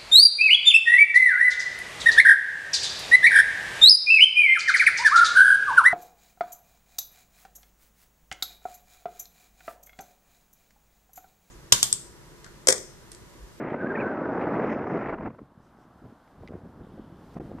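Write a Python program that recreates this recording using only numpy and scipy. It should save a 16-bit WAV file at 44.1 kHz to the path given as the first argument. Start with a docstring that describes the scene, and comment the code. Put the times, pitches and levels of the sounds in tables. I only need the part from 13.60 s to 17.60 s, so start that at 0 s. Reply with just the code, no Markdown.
"""A grassy slope above the sea, a small microphone out in strong wind. Eddies buffet its port, and
the air rushes over the housing and whistles on an edge. The microphone turns out of the wind; then
soft eddies bump against it, over distant surf and a thin hiss and rustle of grass.
The housing ticks now and then, and near the end the sound drops out for an instant."""
import sys
import numpy as np
from scipy import signal
from scipy.fft import rfft, irfft
from scipy.io import wavfile
from scipy.ndimage import uniform_filter1d

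SR = 44100
rng = np.random.default_rng(int(sys.argv[2]) if len(sys.argv) > 2 else 0)


def transcribe(u):
    """Save the signal u as a 16-bit wav file named by the first command-line argument.

    u: samples, shape (n,) or (channels, n), limited to [-1, 1]; the rate is SR.
    q: integer samples, one column per channel.
    """
    v = np.clip(np.atleast_2d(u).T, -1, 1)
    q = np.round(v * 32767).astype(np.int16)
    wavfile.write(sys.argv[1], SR, q)


N = 176400
TIME = np.arange(N) / SR
CALM_FROM_S, CALM_BY_S = 1.41, 1.717  # the microphone turns into its own lee

# Air on the microphone: buffeting at the port, roar across the housing, rasp off its corners,
# hiss in its slits: t/s, relative level/dB
BUFFET_LEVEL = [(0.0, -30.5), (0.03, -31.5), (0.1, -35.5), (0.12, -36), (0.2, -35.5), (0.23, -29),
                (0.36, -30.5), (0.4, -27), (0.57, -33), (0.59, -30.5), (1.04, -26.5), (1.28, -32.5),
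                (1.36, -25), (1.39, -32), (1.54, -34.5), (1.56, -40.5), (1.67, -33), (1.73, -49),
                (1.78, -55), (1.82, -44), (1.87, -62), (2.41, -58.5), (2.44, -44.5), (2.53, -55),
                (2.55, -70), (2.71, -63.5), (2.84, -42.5), (2.87, -51.5), (2.95, -39.5), (3.0, -52),
                (3.06, -45.5), (3.13, -53.5), (3.21, -42.5), (3.26, -50), (3.41, -43.5), (3.42, -49),
                (3.73, -51), (3.77, -38.5), (3.82, -39.5), (3.88, -43.5), (4.0, -41.5)]
ROAR_LEVEL = [(0, -45), (.11, -41.5), (.18, -48), (.39, -38.5), (.6, -40), (.7, -37.5), (1.0, -35.5),
              (1.08, -38.5), (1.22, -40.5), (1.38, -38), (1.54, -40), (1.565, -51.5), (1.6, -51),
              (1.676, -42), (1.69, -66), (1.73, -62.5), (1.75, -58.5), (1.77, -97), (1.792, -45.5),
              (1.81, -104), (1.9, -68)]
RASP_LEVEL = [(0, -46.5), (.12, -44.5), (.18, -53.5), (.3, -52), (.4, -49.5), (.6, -53), (.75, -59.5),
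              (.82, -41.5), (.87, -49.5), (1.02, -42.5), (1.07, -44), (1.12, -38.5), (1.17, -52.5),
              (1.33, -48), (1.43, -45), (1.5, -41.5), (1.54, -61), (1.57, -62), (1.675, -49), (1.69, -64),
              (1.85, -98)]
SLIT_HISS_LEVEL = [(.2, -89.5), (.95, -86), (1.08, -78.5), (1.125, -68.5), (1.16, -76.5), (1.23, -86),
                   (1.3, -77.5), (1.45, -88.5), (1.55, -98), (1.7, -100)]
# The surroundings: far surf, breeze in the grass, dry stems: t/s, level/dB
SURF_LEVEL = [(0, -65.5), (1.9, -62.5), (2.2, -58.5), (2.7, -58.5), (3.4, -57), (4, -57)]
GRASS_LEVEL = [(0, -76), (1.5, -80.5), (1.95, -79), (2.05, -77), (2.4, -74.5), (2.8, -73), (3.1, -74),
               (3.25, -71.5), (3.55, -72.5), (3.7, -68), (4, -70)]
STEM_LEVEL = [(3.1, -95), (3.24, -79), (3.45, -76.5), (3.56, -77), (3.7, -95)]
# Spectra of the noises at the microphone: f/Hz, relative density/dB
WINDWARD_SPECTRUM = [(25, -25.5), (60, -22), (110, -9.5), (170, -4), (260, 0), (380, 0), (600, -7),
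                     (900, -21.5), (1500, -28.5), (3000, -73), (12000, -92.5)]
LEE_SPECTRUM = [(25, -9), (60, -4.5), (130, -2.5), (240, -2), (400, -9.5), (600, -15), (1000, -28),
                (2000, -36.5), (4000, -65), (12000, -83)]
ROAR_SPECTRUM = [(200, -15.5), (400, -3), (600, 5), (950, 0), (1500, -4.5), (2000, -14.5), (2550, -27),
                 (3100, -37.5), (3900, -44.5), (5200, -47), (7000, -55), (12000, -84.5)]
RASP_SPECTRUM = [(1000, -4), (1500, -2), (2000, 3), (2600, -9), (2900, -16.5), (3300, -25.5), (4200, -38),
                 (6000, -53), (12000, -81)]
SURF_SPECTRUM = [(30, 3), (120, -1), (250, 6), (400, -6), (700, 2), (1100, 0.5), (1550, -5.5),
                 (2000, -15.5), (2500, -29.5), (5000, -35.5)]
GRASS_SPECTRUM = [(1000, -1), (2200, -1), (3200, -0.5), (5000, -5), (7000, -10.5), (10000, -12),
                  (15000, -17)]
FLAP_SPECTRUM = [(100, -7), (300, 4.5), (700, 12), (1300, 4), (2100, -8.5), (2700, -10.5), (3300, -35.5),
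                 (5000, -49), (12000, -94)]
RUSTLE_SPECTRUM = [(3000, -23), (5000, -1), (6400, 0), (7000, -10), (8000, 0), (9000, -20), (14000, -23)]
SNAP_SPECTRUM = [(1200, -25), (2000, -2), (3000, -1), (4300, -4), (6200, -4), (7500, -18), (13000, -30)]
# Likeness of left and right in the grass hiss: f/Hz, correlation/0-1
GRASS_CORRELATION = [(2000, 0.92), (4500, 0.8), (8000, 0.3), (13000, .75)]
# Single eddies on the port: t/s, peak level/dB, centre f/Hz
EDDIES = [(0.123, -18, 314), (.149, -19.5, 278), (.246, -15, 390), (0.972, -15.5, 422), (1.019, -17, 400),
          (1.046, -18, 520), (1.118, -19, 370), (1.502, -24, 420), (1.527, -24, 350), (1.674, -23, 330),
          (1.793, -54, 895), (1.818, -32.5, 243), (1.922, -47.5, 280), (1.979, -40.5, 159),
          (2.003, -45, 146), (2.188, -44.5, 320), (2.254, -45, 260), (2.361, -47.5, 240), (2.454, -43, 556),
          (2.461, -38, 264), (2.526, -38.5, 257), (2.836, -35.5, 534), (2.908, -31, 288), (2.923, -33, 430),
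          (2.944, -37, 254), (2.955, -25, 257), (3.038, -36.5, 136), (3.063, -36, 167), (3.222, -38.5, 170),
          (3.397, -31.5, 220), (3.527, -36, 197), (3.768, -25, 253), (3.775, -38, 380), (3.8, -29, 258),
          (3.806, -28.5, 490), (3.819, -28.5, 260), (3.837, -33, 192), (3.854, -32.5, 230),
          (3.898, -35, 200), (3.917, -27.5, 427), (3.953, -30, 210), (3.981, -37, 180)]
# Edge tone of the housing, in two registers: t/s, f/Hz, relative level/dB
LOW_EDGE_TONE = [(.13, 1500, -48), (.19, 1520, -44), (.205, 1560, -33), (.218, 1600, -30.5),
                 (.229, 1440, -36), (.238, 1510, -34), (.25, 1470, -36), (.273, 1680, -31),
                 (.29, 1620, -60), (.303, 1630, -31), (.316, 1590, -31), (.328, 1390, -36),
                 (.343, 1530, -42), (.355, 1900, -29), (.369, 1650, -45), (.38, 1552, -35),
                 (.41, 1680, -39), (.44, 1440, -35), (.47, 1550, -33), (.495, 1560, -39), (.52, 1520, -35),
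                 (.545, 1380, -42), (.585, 1290, -35.5), (.62, 1350, -48), (.645, 1460, -35),
                 (.662, 1550, -36), (.69, 1500, -60)]
HIGH_EDGE_TONE = [(.345, 2620, -73), (.362, 2446, -37), (.376, 2147, -50), (.392, 2340, -37),
                  (.406, 2610, -38.5), (.413, 2385, -36), (.429, 2170, -44), (.44, 2150, -67)]
# Instants when the flow tears loose: t/s, level/dB
FLAP_BURSTS = [(.145, -29.5), (0.82, -33.5), (1.199, -37), (1.372, -38), (1.498, -48), (1.531, -32.5),
               (1.544, -33), (1.586, -39), (1.611, -37), (1.663, -35), (1.677, -37.5), (1.705, -44.5),
               (1.751, -60), (3.77, -41.5), (3.805, -45), (3.926, -62), (3.97, -58), (3.987, -43)]
# Spits of the gusts and dry rustles in the lee: t/s, half-length/s, level/dB
SPIT_BURSTS = [(.818, .014, -68), (.97, .09, -75), (1.374, .008, -69), (1.495, .012, -71)]
RUSTLE_BURSTS = [(2.044, .035, -80), (2.213, 0.044, -81), (3.675, .04, -84), (3.744, 0.005, -65)]
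# Resonances of the slits: f/Hz, width/Hz, relative level/dB
SLIT_RESONANCES = [(5220, 580, -2.5), (6170, 900, -4)]
# Light contacts on the housing: t/s, relative level/dB
CONTACTS = [(2.238, -62), (2.677, -56), (2.8755, -40), (2.8838, -45.5), (3.743, -58)]
# Modes of the housing: f/Hz, relative level/dB, T60/s
HOUSING_MODES = [(2030, -2.5, .022), (2400, -5.5, .011), (2900, -7, .009)]


def from_db(db):
    """Decibels to gain."""
    return 10 ** (np.asarray(db) / 20)


def unit_rms(x):
    """Scale to rms 1."""
    return x / np.sqrt(np.mean(x ** 2) + 1e-20)


def in_time(rows, column=1):
    """One column of a curve at every sample."""
    rows = np.array(rows)
    return np.interp(TIME, rows[:, 0], rows[:, column])


def per_bin(points):
    """Read a curve at every FFT bin, on a log-frequency axis."""
    points = np.array(points)
    hz = np.fft.rfftfreq(N, 1 / SR)
    return np.interp(np.log(hz + 1), np.log(points[:, 0]), points[:, 1])


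def drift(rate_hz):
    """Smooth random wander with a spread near 1, its extremes rounded off."""
    step, settle = 10, 4000
    pole = np.exp(-2 * np.pi * rate_hz * step / SR)
    noise = rng.standard_normal(N // step + settle + 2)
    slow = unit_rms(signal.lfilter([1], [1, -2 * pole, pole * pole], noise)[settle:])
    wander = np.interp(np.arange(N) / step, np.arange(len(slow)), slow)
    return 2.5 * np.tanh(wander / 2.5)


def coloured(x, spectrum):
    """Give a signal a spectrum, rolled off below 20 Hz; rms 1."""
    hz = np.fft.rfftfreq(N, 1 / SR)
    gain = from_db(per_bin(spectrum)) * hz / np.hypot(hz, 20)
    return unit_rms(irfft(rfft(x) * gain, N))


def resonant(x, hz, width_hz):
    """Pass twice through a two-pole band-pass; rms 1."""
    r = np.exp(-np.pi * width_hz / SR)
    b, a = [1 - r, 0, r - 1], [1, -2 * r * np.cos(2 * np.pi * hz / SR), r * r]
    return unit_rms(signal.lfilter(b, a, signal.lfilter(b, a, x)))


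def swells(rows):
    """An envelope of bell-shaped bursts."""
    return sum(from_db(db) * np.exp(-np.minimum(((TIME - s) / half_s) ** 2, 20))
               for s, half_s, db in rows)


def decay(age, t60):
    """Fall by 60 dB every t60 seconds."""
    return np.exp(-np.log(1000) * np.minimum(age / t60, 10))


def turbulence(spectrum, lump_db, rate_hz, flicker_db):
    """Noise in lumps shared by all pitches, while each octave also flickers by itself."""
    lumps, bands = lump_db * drift(rate_hz), 0
    edges = np.geomspace(20, 16000, 11)
    for low, high in zip(edges, edges[1:]):
        octave = signal.butter(2, [low, high], "band", fs=SR, output="sos")
        band = signal.sosfilt(octave, rng.standard_normal(N))
        bands += band * from_db(lumps + flicker_db * drift(rate_hz))
    noise = coloured(bands, spectrum)
    return noise / np.sqrt(uniform_filter1d(noise ** 2, size=1700) + 1e-9)  # even out slow swings


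def buffeting():
    """Eddies right on the port: throaty in the full wind, deeper and patchier in the lee."""
    calm = np.clip((TIME - CALM_FROM_S) / (CALM_BY_S - CALM_FROM_S), 0, 1)
    windward = from_db(-1) * turbulence(WINDWARD_SPECTRUM, lump_db=2.5, rate_hz=56, flicker_db=1.6)
    lee = from_db(-0.5) * turbulence(LEE_SPECTRUM, lump_db=2.7, rate_hz=50, flicker_db=2.4)
    return from_db(in_time(BUFFET_LEVEL)) * (np.sqrt(1 - calm) * windward + np.sqrt(calm) * lee)


def rush():
    """Fast air tears across the housing with a fluttering roar and a crackly rasp."""
    roar = from_db(4) * turbulence(ROAR_SPECTRUM, lump_db=3.0, rate_hz=35, flicker_db=-0.7)
    rasp = turbulence(RASP_SPECTRUM, lump_db=3.0, rate_hz=120, flicker_db=4.5)
    fade = np.clip((1.92 - TIME) / .06, 0, 1)
    return fade * (from_db(in_time(ROAR_LEVEL)) * roar + from_db(in_time(RASP_LEVEL)) * rasp)


def surf():
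    """The sea, far off below the slope: a smooth, dull wash."""
    return from_db(in_time(SURF_LEVEL)) * coloured(rng.standard_normal(N), SURF_SPECTRUM)


def grass():
    """The breeze hisses thinly in the grass, the only sound with stereo width."""
    mid, side = rng.standard_normal((2, N))
    alike = per_bin(GRASS_CORRELATION)
    side = irfft(rfft(side) * np.sqrt((1 - alike) / (1 + alike)), N)
    hiss = coloured(np.array([mid + side, mid - side]), GRASS_SPECTRUM)
    return from_db(in_time(GRASS_LEVEL) + 1.3 * drift(7.2)) * hiss


def thumps():
    """Each eddy on the port is one dip of pressure between two smaller swells."""
    out = np.zeros(N)
    for s, db, hz in EDDIES:
        u = (np.pi * hz * (TIME - s)) ** 2
        out += from_db(db) * (2 * u - 1) * np.exp(-np.minimum(u, 50))
    return out


def whistle(curve, waver, rough_db):
    """An edge tone on the housing; its pitch and strength shake with the turbulence."""
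    hz = in_time(curve, column=1) * (1 + waver * drift(420))
    gain = from_db(in_time(curve, column=2) + rough_db * drift(330))
    sounding = (TIME > curve[0][0]) & (TIME < curve[-1][0])
    return sounding * gain * np.sin(2 * np.pi * np.cumsum(hz) / SR)


def flaps(half_s=0.0041):
    """The flow tears loose for an instant in short, harsh bursts."""
    bursts = swells((s, half_s, db) for s, db in FLAP_BURSTS)
    return bursts * coloured(rng.standard_normal(N), FLAP_SPECTRUM)


def spits():
    """The sharpest gusts spit a short, bright hiss off the housing's corners."""
    return swells(SPIT_BURSTS) * resonant(rng.standard_normal(N), hz=4000, width_hz=1400)


def slits():
    """The hardest gusts hiss thinly through the housing's slits, in narrow bands near 5.2 and 6.2 kHz."""
    hiss = sum(from_db(db) * resonant(rng.standard_normal(N), hz, width)
               for hz, width, db in SLIT_RESONANCES)
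    return hiss * from_db(in_time(SLIT_HISS_LEVEL) + 0.7 * drift(50)) * (TIME < CALM_BY_S)


def rustles():
    """Soft, high brushing, heard once the microphone is in the lee."""
    return swells(RUSTLE_BURSTS) * coloured(rng.standard_normal(N), RUSTLE_SPECTRUM)


def ticks(rise_s=.0004):
    """Light contacts on the microphone make a dull snap and ring its plastic housing."""
    out = np.zeros(N)
    snap = from_db(-9) * coloured(rng.standard_normal(N), SNAP_SPECTRUM)
    for s, db in CONTACTS:
        age = np.maximum(TIME - s, 0)
        tick = snap * decay(age, t60=.011)
        for k, (hz, mode_db, t60) in enumerate(HOUSING_MODES):
            tick += (-1) ** k * from_db(mode_db) * decay(age, t60) * np.sin(2 * np.pi * hz * age)
        out += from_db(db) * np.minimum(age / rise_s, 1) * tick
    return out


def stems():
    """Dry stems brush together as the breeze picks up: a soft, grainy rustle."""
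    grains = rng.standard_normal(N) * from_db(3 * drift(120))
    return from_db(in_time(STEM_LEVEL)) * resonant(grains, hz=3100, width_hz=1100)


def scene():
    """Wind on the microphone and distant surf sit in the centre; the grass spreads a little."""
    whistles = whistle(LOW_EDGE_TONE, waver=.032, rough_db=3.0)
    whistles += whistle(HIGH_EDGE_TONE, waver=.016, rough_db=2.4)
    wind = buffeting() + rush() + thumps() + from_db(-1.3) * whistles + flaps() + spits() + slits()
    return wind + ticks() + rustles() + stems() + surf() + grass()


def record(dry):
    """The microphone's signal drops out for an instant, and the top treble is cut."""
    dropout_from_s, dropout_to_s, cutoff_hz = 3.788, 3.799, 15200
    live = (TIME < dropout_from_s) | (TIME > dropout_to_s)
    gate = uniform_filter1d(1.0 * live, size=60)
    lowpass = signal.ellip(10, .1, 80, cutoff_hz, fs=SR, output="sos")
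    return signal.sosfilt(lowpass, dry * gate)


dry = scene()
out = record(dry)
transcribe(out)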